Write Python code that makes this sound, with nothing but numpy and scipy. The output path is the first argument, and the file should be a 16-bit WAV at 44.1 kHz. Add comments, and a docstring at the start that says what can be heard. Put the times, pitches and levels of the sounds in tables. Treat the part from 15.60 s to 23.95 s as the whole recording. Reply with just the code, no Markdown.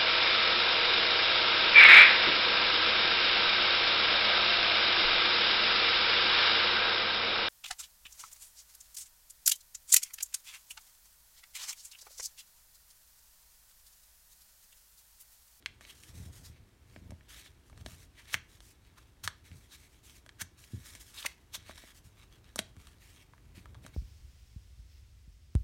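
"""A quiet room, the microphone close to two hands that work a small wooden puzzle box.
Fingers rub over the veneer, and thin panels slip in their grooves: both are streams of tiny catches
that ring the wood. The panels click against their stops and knock the hollow box. Each change of
grip gives a soft low bump, and the holding hands murmur underneath. Behind it all lie the room's
short tail and its faint, steady background."""
import sys
import numpy as np
from scipy import signal
from scipy.fft import rfft, irfft, next_fast_len
from scipy.io import wavfile

SR = 44100
rng = np.random.default_rng(int(sys.argv[2]) if len(sys.argv) > 2 else 0)


def wav_out(sig):
    """Save sig, one row per channel (or a flat mono array), as 16-bit PCM at SR to the path in sys.argv[1]."""
    wavfile.write(sys.argv[1], SR, np.round(np.clip(np.atleast_2d(sig).T, -1, 1) * 32767).astype(np.int16))


N = 368235
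TIME = np.arange(N) / SR
HIT_TIME = TIME[:8192]

# The room's background. Each row: frequency in Hz, relative level in dB.
ROOM_TONE_SPECTRUM = [(22, -20), (36, -4), (55, 2), (85, -4.5), (130, -15), (200, -16.5), (340, -15.5),
                      (550, -26), (1000, -26), (2500, -31.5), (5000, -35), (15800, -42.5)]
# The room's tail. Each row: low and high edge in Hz, seconds to fall 60 dB, gain in dB.
ROOM_TAIL_BANDS = [(60, 690, 0.38, -16.5), (374, 1620, 0.18, -16), (1500, 6800, 0.29, -17),
                   (5070, 22000, 0.11, -20.5)]
# The murmur of the hands. Each row: frequency in Hz, relative level in dB.
RUMBLE_SPECTRUM = [(24, -23), (40, -7.5), (58, -0.5), (85, 1), (125, -4.5), (200, -17), (320, -20),
                   (500, -26), (1000, -33), (3000, -51)]
# Skin on veneer. Each row: frequency in Hz, relative level in dB.
SKIN_SPECTRUM = [(1000, -12.5), (2000, -7.5), (3500, -7), (6000, -3.5), (8800, -4.5), (10400, -7.5),
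                 (12000, -7.5), (15000, -12.5), (16000, -13)]
# Wood sliding on wood. Each row: frequency in Hz, relative level in dB.
GROOVE_SPECTRUM = [(300, -11.5), (700, -7), (1100, -5.5), (1900, 3.5), (2700, 3), (3500, 0), (5000, -7.5),
                   (8000, -21), (15000, -39)]
# The bright rasp on top of a swell. Each row: frequency in Hz, relative level in dB.
RASP_SPECTRUM = [(1000, -9), (2500, -10), (4000, -2), (6200, 1.5), (9000, -4.5), (10500, -5.5), (13000, -5),
                 (16000, -9.5)]
# Low resonances set off by a push of the hand. Each row: frequency in Hz, width in Hz, gain in dB.
BOOM_MODES = [(87.6, 8.4, 14), (174.5, 29, 5), (221, 26, -14), (251, 23, 0.5), (332, 22, -10)]
# Resonances of the box. Each row: frequency in Hz, width in Hz, gain in dB.
BOX_MODES = [(610, 130, -1), (950, 120, 1), (1170, 140, 0), (1674, 144, -5.5), (2236, 57, -0.5),
             (2690, 110, -11), (3300, 330, -4), (3850, 120, 2.5), (4340, 190, -4), (5470, 120, 1),
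             (6190, 140, -0.5), (6930, 94, -17), (8900, 740, 2), (11370, 520, -5)]
# The hands roll the box over. Each row: fastest moment in seconds, length in seconds, level in dB.
BOX_ROLLS = [(0.613, 0.19, -50.5), (0.808, 0.29, -54), (1.46, 0.21, -54.5), (1.85, 0.21, -65),
             (2.264, 0.29, -54), (2.78, 0.046, -57), (3.678, .07, -55), (3.945, 0.13, -58),
             (5.22, 0.27, -61.5), (6.066, 0.15, -62.5), (6.995, 1, -62), (8.1, 0.53, -57)]
# The grip shifts. Each row: time in seconds, level in dB, length of the push in seconds.
GRIP_SHIFTS = [(0.549, -51, 0.0088), (.602, -37.5, 0.025), (.662, -40.5, 0.015), (0.687, -47.5, 0.015),
               (0.824, -49, 0.024), (0.899, -50, 0.0053), (1.375, -49.5, 0.0038), (1.423, -49.5, 0.0034),
               (1.496, -46, 0.0031), (1.523, -43, 0.0068), (2.19, -47, 0.013), (2.318, -48, 0.016),
               (2.747, -44.5, 0.0042), (3.651, -43.5, 0.03), (3.919, -43.5, 0.017), (4.819, -45, 0.0052),
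               (5.136, -36, 0.0046), (5.145, -38, 0.004), (5.179, -51, 0.0031), (5.979, -56, 0.0027),
               (6.461, -52, 0.015), (6.994, -50, 0.0015), (7.170, -50, 0.0047), (7.979, -47, 0.0028),
               (8.249, -50, 0.0019)]
# A finger or a panel slides once. Each row: start in seconds, length in seconds,
# level of skin on veneer in dB, level of wood on wood in dB.
RUB_STROKES = [(0.194, .13, -64, -64), (0.332, 0.18, -61, -71), (0.523, .15, -60, -69.5),
               (0.708, 0.09, -59, -73), (0.816, 0.068, -58, -75), (0.894, .1, -84, -73.5),
               (1.264, 0.12, -70, -71), (1.672, 0.14, -58.5, -60.5), (1.815, 0.057, -62.5, -62.5),
               (2.047, 0.041, -71, -84), (2.15, 0.063, -70, -68), (2.234, 0.12, -61, -67),
               (2.365, 0.076, -62.5, -68), (2.57, 0.14, -70, -67.5), (2.659, 0.088, -59, -56),
               (2.865, 0.09, -65, -70), (3.003, .11, -61.5, -80), (3.232, 0.049, -75, -68.5),
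               (3.375, 0.045, -73, -70), (3.832, 0.034, -59, -58), (3.891, .045, -66.5, -64.5),
               (3.933, 0.05, -61, -85), (3.993, 0.068, -66, -69), (4.102, 0.054, -59.5, -62),
               (4.149, 0.11, -64.5, -68), (4.27, 0.12, -73, -77), (4.417, 0.056, -57.5, -64),
               (4.462, 0.12, -62.5, -68), (4.963, 0.086, -61.5, -71), (5.056, 0.3, -63.5, -69),
               (5.234, 0.066, -56, -63.5), (5.305, 0.062, -59.5, -63), (5.388, 0.023, -48.5, -63),
               (5.431, 0.074, -59, -66), (5.515, 0.14, -53, -56.5), (5.666, 0.049, -62.5, -63),
               (5.96, 0.099, -73, -66.5), (6.041, 0.076, -61.5, -56.5), (6.132, 0.18, -61.5, -61.5),
               (6.327, 0.054, -60.5, -73), (6.431, 0.038, -60, -71), (6.554, 0.079, -67.5, -63.5),
               (6.696, 0.068, -73, -67), (6.822, 0.068, -76, -65.5), (7.166, .145, -69, -69.5),
               (7.391, 0.16, -64.5, -65.5), (7.545, 0.083, -68.5, -65.5), (7.935, 0.062, -62, -60.5),
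               (8.21, 0.067, -66.5, -65.5), (8.322, .03, -64, -60.5)]
# Brief rasping swells. The last runs into a loud click; the others are panels slipping in their grooves.
# Each row: peak in seconds, level in dB, rise and fall in seconds, rasp in dB, chafe pitch in Hz,
# chafe in dB. Rasp and chafe are relative to the level.
RASPING_SWELLS = [(0.309, -63.5, 0.012, 0.0033, 9.5, 2980, 10.5),
                  (.858, -66.5, 0.0089, 0.011, 9.5, 4800, 9), (1.785, -68.5, 0.042, 0.016, -8, 3350, 8),
                  (1.875, -66.5, 0.02, 0.0063, -6, 3400, 7.5), (2.596, -56.5, 0.014, 0.011, -5, 2000, -4),
                  (2.742, -43.5, 0.0078, 0.0047, 5.5, 2050, -16),
                  (2.748, -40, 0.0022, 0.0024, -10, 2020, 0), (3.384, -59, 0.0062, 0.0035, -2, 1200, 1),
                  (3.641, -48.5, 0.0022, 0.011, 8.5, 1480, -1), (4.131, -64, 0.014, 0.019, 6.5, 3900, 4),
                  (4.803, -51, 0.0049, 0.0044, 1, 1650, -1), (4.8166, -40.5, 0.004, 0.004, 6, 1670, -0.5),
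                  (5.591, -55, 0.01, 0.0052, -7, 3700, 11.5), (5.6280, -49.5, 0.0018, 0.0022, -5, 3300, 9),
                  (5.650, -44, 0.003, 0.0032, -10, 1200, -3), (5.664, -35, 0.003, 0.0024, 3, 2320, 2.5),
                  (5.950, -44, 0.0064, 0.0078, 4.5, 3500, -0.5),
                  (6.993, -41.5, 0.0054, 0.002, -2, 3300, -18)]
# A panel meets its stop or a fingertip taps the wood. Each row: start in seconds, level in dB,
# panel ring in Hz, then hollow knock, edge crack and snap, each in dB relative to the ring.
PANEL_CLICKS = [(0.025, -65.5, 1690, -18, 1, -15), (0.0602, -33.5, 1930, -50, -4, -15),
                (0.2096, -54, 1670, -5.5, -14, -6), (0.2509, -53.5, 2263, -12, -3, -16),
                (0.4356, -54, 2240, -34, -10, -2), (1.3620, -52, 1840, 2.5, -30, -29),
                (1.5068, -58.5, 1790, 4, -5, 0.5), (1.5197, -65, 2200, 16, -16, -12),
                (1.609, -60.5, 1810, -13, -26, -26), (2.0982, -60.5, 1260, -9, -11, -8),
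                (2.1289, -63.5, 1900, 4, -20, -20), (2.1763, -59.5, 1500, -8, -3, -4),
                (2.2619, -47.5, 1720, 4.5, 2, -3.5), (2.7423, -25, 1860, -26, -12, -14),
                (3.0045, -61, 1500, -2, 4, 0), (3.6762, -29.5, 1500, -25, -4.5, -9),
                (3.9156, -57, 2220, -7, -13, -22), (4.149, -64, 2340, -21, 6, -8),
                (4.663, -57, 1600, -4.5, -6, -5), (4.6919, -51.5, 1670, -36, -2.5, -11),
                (5.04, -57, 2300, -18, -3, -16), (5.3516, -54.5, 1940, -3, -3, 4.5),
                (5.6505, -42, 1090, -6, -8, -19), (6.0948, -50.5, 1250, 4.5, -10, -16),
                (6.1107, -50.5, 1620, -16, -9, -11), (6.181, -64, 1000, 0, -10, -12),
                (6.238, -66, 1090, 12.5, -12, -14), (6.9591, -45.5, 1320, 2, -5, 7.5),
                (6.9908, -32.5, 1770, -2.5, 1.5, -0.5), (7.166, -62.5, 1570, -7, -8, -4),
                (7.2707, -60, 1310, -18, 2.5, 1), (7.7353, -56.5, 1260, -12, -23, -26),
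                (7.78, -63, 1680, -12, -22, -20), (8.057, -52, 1400, -14.5, -15, -17),
                (8.1457, -59, 1500, -10, -4, -11), (8.151, -57, 1137, -9, -11, -24),
                (8.25, -60, 1990, 6, -12, -17), (8.2641, -50.5, 1410, -8, -8, -3)]


def from_db(db):
    """Decibels to gain."""
    return 10 ** (np.asarray(db) / 20)


def rms_one(x):
    """Scale to rms 1."""
    return x / np.sqrt(np.mean(x ** 2) + 1e-20)


def level_over(x, seconds):
    """Scale a short sound so that its energy equals rms 1 held for that long."""
    return x / np.sqrt(np.sum(x ** 2) / (seconds * SR) + 1e-20)


def add(out, start, sound):
    """Mix a sound in at a start in seconds."""
    at = max(round(start * SR), 0)
    out[at:at + len(sound)] += sound[:N - at]


def drift(rate_hz):
    """A smooth random wander with a spread of about 1."""
    hop, settle = 100, 400
    knots = rng.standard_normal(N // hop + settle + 2)
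    r = np.exp(-2 * np.pi * rate_hz * hop / SR)
    slow = rms_one(signal.lfilter([1], [1, -2 * r, r * r], knots))[settle:]
    return np.interp(np.arange(N) / hop, np.arange(len(slow)), slow)


def coloured(x, spectrum):
    """Shape a steady sound with a spectrum; rms 1."""
    hz, db = np.transpose(spectrum)
    size = next_fast_len(len(x), True)
    bin_hz = np.maximum(np.arange(size // 2 + 1) * SR / size, 1)
    shape = from_db(np.interp(np.log(bin_hz), np.log(hz), db))
    low_cut = np.minimum(bin_hz / hz[0], 1) ** 2
    return rms_one(irfft(rfft(x, size) * shape * low_cut, size)[:len(x)])


def resonance(x, hz, width_hz):
    """Two-pole resonance with gain 1 at its peak."""
    r = np.exp(-np.pi * width_hz / SR)
    poles = [1, -2 * r * np.cos(2 * np.pi * hz / SR), r * r]
    return signal.lfilter(np.array([1, 0, -1]) * (1 - r * r) / 2, poles, x + 1e-18)


def band(x, low_hz, high_hz):
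    """Causal band-pass."""
    sos = signal.butter(2, [low_hz, min(high_hz, .45 * SR)], "band", fs=SR, output="sos")
    return signal.sosfilt(sos, x + 1e-18)


def disperse(x, hz, quality):
    """Bending waves travel at unequal speeds: an all-pass smears a blow into a brief chirp."""
    b, a = signal.iirpeak(hz, quality, fs=SR)
    return 2 * signal.lfilter(b, a, x) - x


def contact_place(spread):
    """The spot that is touched decides the weight of each resonance of the box."""
    return 1 + spread * rng.standard_normal(len(BOX_MODES))


def box(x, weights, ring_db=0):
    """The direct vibration plus the box's weighted resonances."""
    ringing = sum(weight * from_db(db) * resonance(x, hz, width)
                  for weight, (hz, width, db) in zip(weights, BOX_MODES))
    return x + from_db(ring_db) * ringing


def friction(per_s, spread_db, size=N):
    """Tiny catches of the grain: random clicks of uneven strength."""
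    strengths = from_db(spread_db * np.minimum(rng.exponential(1, size), 4)) * rng.standard_normal(size)
    return strengths * (rng.random(size) < per_s / SR)


def room_tone(level_db=-62.5):
    """The quiet room at the microphone: faint, steady noise, mostly bass."""
    return from_db(level_db) * coloured(rng.standard_normal(N), ROOM_TONE_SPECTRUM)


def room_tail(direct, build_s=0.0085):
    """A short diffuse tail builds up after the direct sound and dies band by band."""
    t = TIME[:SR // 2]
    build = 1 - np.exp(-(t / build_s) ** 2)
    response = 0
    for low_hz, high_hz, t60, db in ROOM_TAIL_BANDS:
        tail = rng.standard_normal(len(t)) * from_db(-60 * t / t60) * build
        response += from_db(db) * band(tail / np.linalg.norm(tail), low_hz, high_hz)
    return signal.fftconvolve(direct, response)[:N]


def hand_rumble(hold_db=-67, lumpy_db=2.0):
    """Hands holding the box make a lumpy low murmur, which swells and fades with each roll."""
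    roll_power = sum(from_db(db) ** 2 * np.exp(-(2 * (TIME - fastest) / length) ** 2)
                     for fastest, length, db in BOX_ROLLS)
    level = np.sqrt(from_db(hold_db) ** 2 + roll_power)
    lumps = from_db(lumpy_db * np.minimum(drift(25), 1.5))
    return level * lumps * coloured(rng.standard_normal(N), RUMBLE_SPECTRUM)


def grip_bumps(thud_hz=98, thud_width_hz=75, thud_db=2):
    """Flesh pushes softly on the box: the upper resonances answer first, then a low thud swells."""
    out = np.zeros(N)
    for when, db, length in GRIP_SHIFTS:
        push = HIT_TIME * np.exp(-HIT_TIME * 5 / length)
        boom = sum(from_db(mode_db) * resonance(push, hz, width) for hz, width, mode_db in BOOM_MODES)
        thud = resonance(resonance(push, thud_hz, thud_width_hz), thud_hz, thud_width_hz)
        bump = band(boom + from_db(thud_db) * thud, 97, 460)
        add(out, when - .002, from_db(db) * level_over(bump, seconds=0.012))
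    return out


def stroke_speed(start, length, attack_s=0.021, release_s=0.02):
    """One stroke: the hand speeds up, slides evenly and brakes; at most 1."""
    t = np.maximum(TIME - start, 0)
    return (1 - np.exp(-(t / attack_s) ** 2)) * np.exp(-np.clip((t - length) / release_s, 0, 20))


def palm_echo(direct, gain=0.31, lag_s=0.000572):
    """The cupped palm, centimetres from the wood and moving, adds an echo that shifts the timbre."""
    lag = lag_s * from_db(2.1 * drift(2.5))
    echo = np.interp(TIME - lag, TIME, direct)
    return (direct + gain * echo) / np.hypot(1, gain)


def rubbing(resting_skin_db=-79.5, resting_wood_db=-78.5, judder_db=1.76, wander_db=2.5, snag_db=-7):
    """Skin hisses finely over the veneer; wood on wood is coarser and snags with faint ticks."""
    # between strokes the fingers still creep
    skin_power, wood_power = from_db(resting_skin_db) ** 2, from_db(resting_wood_db) ** 2
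    for start, length, skin_db, wood_db in RUB_STROKES:
        speed = stroke_speed(start, length)
        skin_power += (from_db(skin_db) * speed) ** 2
        wood_power += (from_db(wood_db) * speed) ** 2
    judder = from_db(judder_db * drift(30))
    # as the contact travels, the box's resonances come and go
    weights = [from_db(wander_db * np.minimum(drift(14.6), 1.5)) for _ in BOX_MODES]
    coarse = box(friction(per_s=3500, spread_db=2.4), weights)
    snags = box(friction(per_s=40, spread_db=1.3), weights, ring_db=6)
    fine = box(friction(per_s=12000, spread_db=1.23), weights, ring_db=-18)
    skin = coloured(fine, SKIN_SPECTRUM)
    wood = coloured(coarse, GROOVE_SPECTRUM) + from_db(snag_db) * rms_one(band(snags, 1100, 6300))
    return palm_echo(judder * (np.sqrt(skin_power) * skin + np.sqrt(wood_power) * wood))


def rasping_swells():
    """Dense catches swell and fade briefly: they ring the wood, rasp on top and chafe at one pitch."""
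    out, size = np.zeros(N), 2 * len(HIT_TIME)
    t = np.arange(size) / SR - HIT_TIME[-1]   # zero at the peak
    for peak, db, rise, fall, rasp_db, chafe_hz, chafe_db in RASPING_SWELLS:
        swell = np.exp(1 - np.hypot(1, np.where(t < 0, t / rise, t / fall)))
        fine = box(friction(22000, 0.33, size), contact_place(spread=0.24))
        rasp = from_db(rasp_db) * coloured(fine, RASP_SPECTRUM)
        # where a panel slips, its free length sets this pitch
        chafe = resonance(friction(22000, 0.57, size), chafe_hz, 0.21 * chafe_hz)
        chafe = from_db(chafe_db) * rms_one(resonance(chafe, chafe_hz, 0.58 * chafe_hz))
        coarse = box(friction(14000, 1.7, size), contact_place(spread=0.4))
        wood = coloured(coarse, GROOVE_SPECTRUM)
        add(out, peak + t[0], from_db(db) * swell * (wood + rasp + chafe))
    return out


def panel_clicks(chatter_db=-9, chatter_rise_s=0.0019, chatter_fall_s=0.0037):
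    """Each stop bends the panel, knocks the hollow box and cracks at the edge; the panel chatters."""
    out = np.zeros(N)
    blow = HIT_TIME == 0
    chatter_shape = (1 - np.exp(-HIT_TIME / chatter_rise_s)) * np.exp(-HIT_TIME / chatter_fall_s)
    for start, db, panel_hz, knock_db, edge_db, snap_db in PANEL_CLICKS:
        chatter = rng.standard_normal(len(HIT_TIME)) * chatter_shape
        chatter /= np.linalg.norm(chatter)
        force = box(blow + from_db(chatter_db) * chatter, contact_place(spread=.5))
        panel = resonance(resonance(force, panel_hz, .5 * panel_hz), panel_hz, 0.91 * panel_hz)
        panel = disperse(panel, hz=panel_hz, quality=1.2)
        knock = band(resonance(force, 211, 62) + 0.21 * resonance(force, 582, 280), 259, 724)
        edge = disperse(band(force, 2930, 4450), hz=3500, quality=3.6)
        # crushed fibres crackle on for a moment
        snap = disperse(band(force + 0.39 * chatter, 5170, 10700), hz=7100, quality=1.27)
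        for part, part_db in [(panel, 0), (knock, knock_db), (edge, edge_db), (snap, snap_db)]:
            add(out, start, from_db(db + part_db) * level_over(part, seconds=0.0054))
    return out


def scene():
    """The box close to one microphone, with the room's tail and background behind it."""
    handling = panel_clicks() + rasping_swells() + rubbing() + grip_bumps() + hand_rumble()
    background = room_tone()
    return (handling + room_tail(handling) + background)[None]


def record(dry, cutoff_hz=15900):
    """The microphone's signal, with the highest treble cut steeply."""
    return signal.sosfilt(signal.ellip(12, .1, 80, cutoff_hz, fs=SR, output="sos"), dry)


dry = scene()
out = record(dry)
wav_out(out)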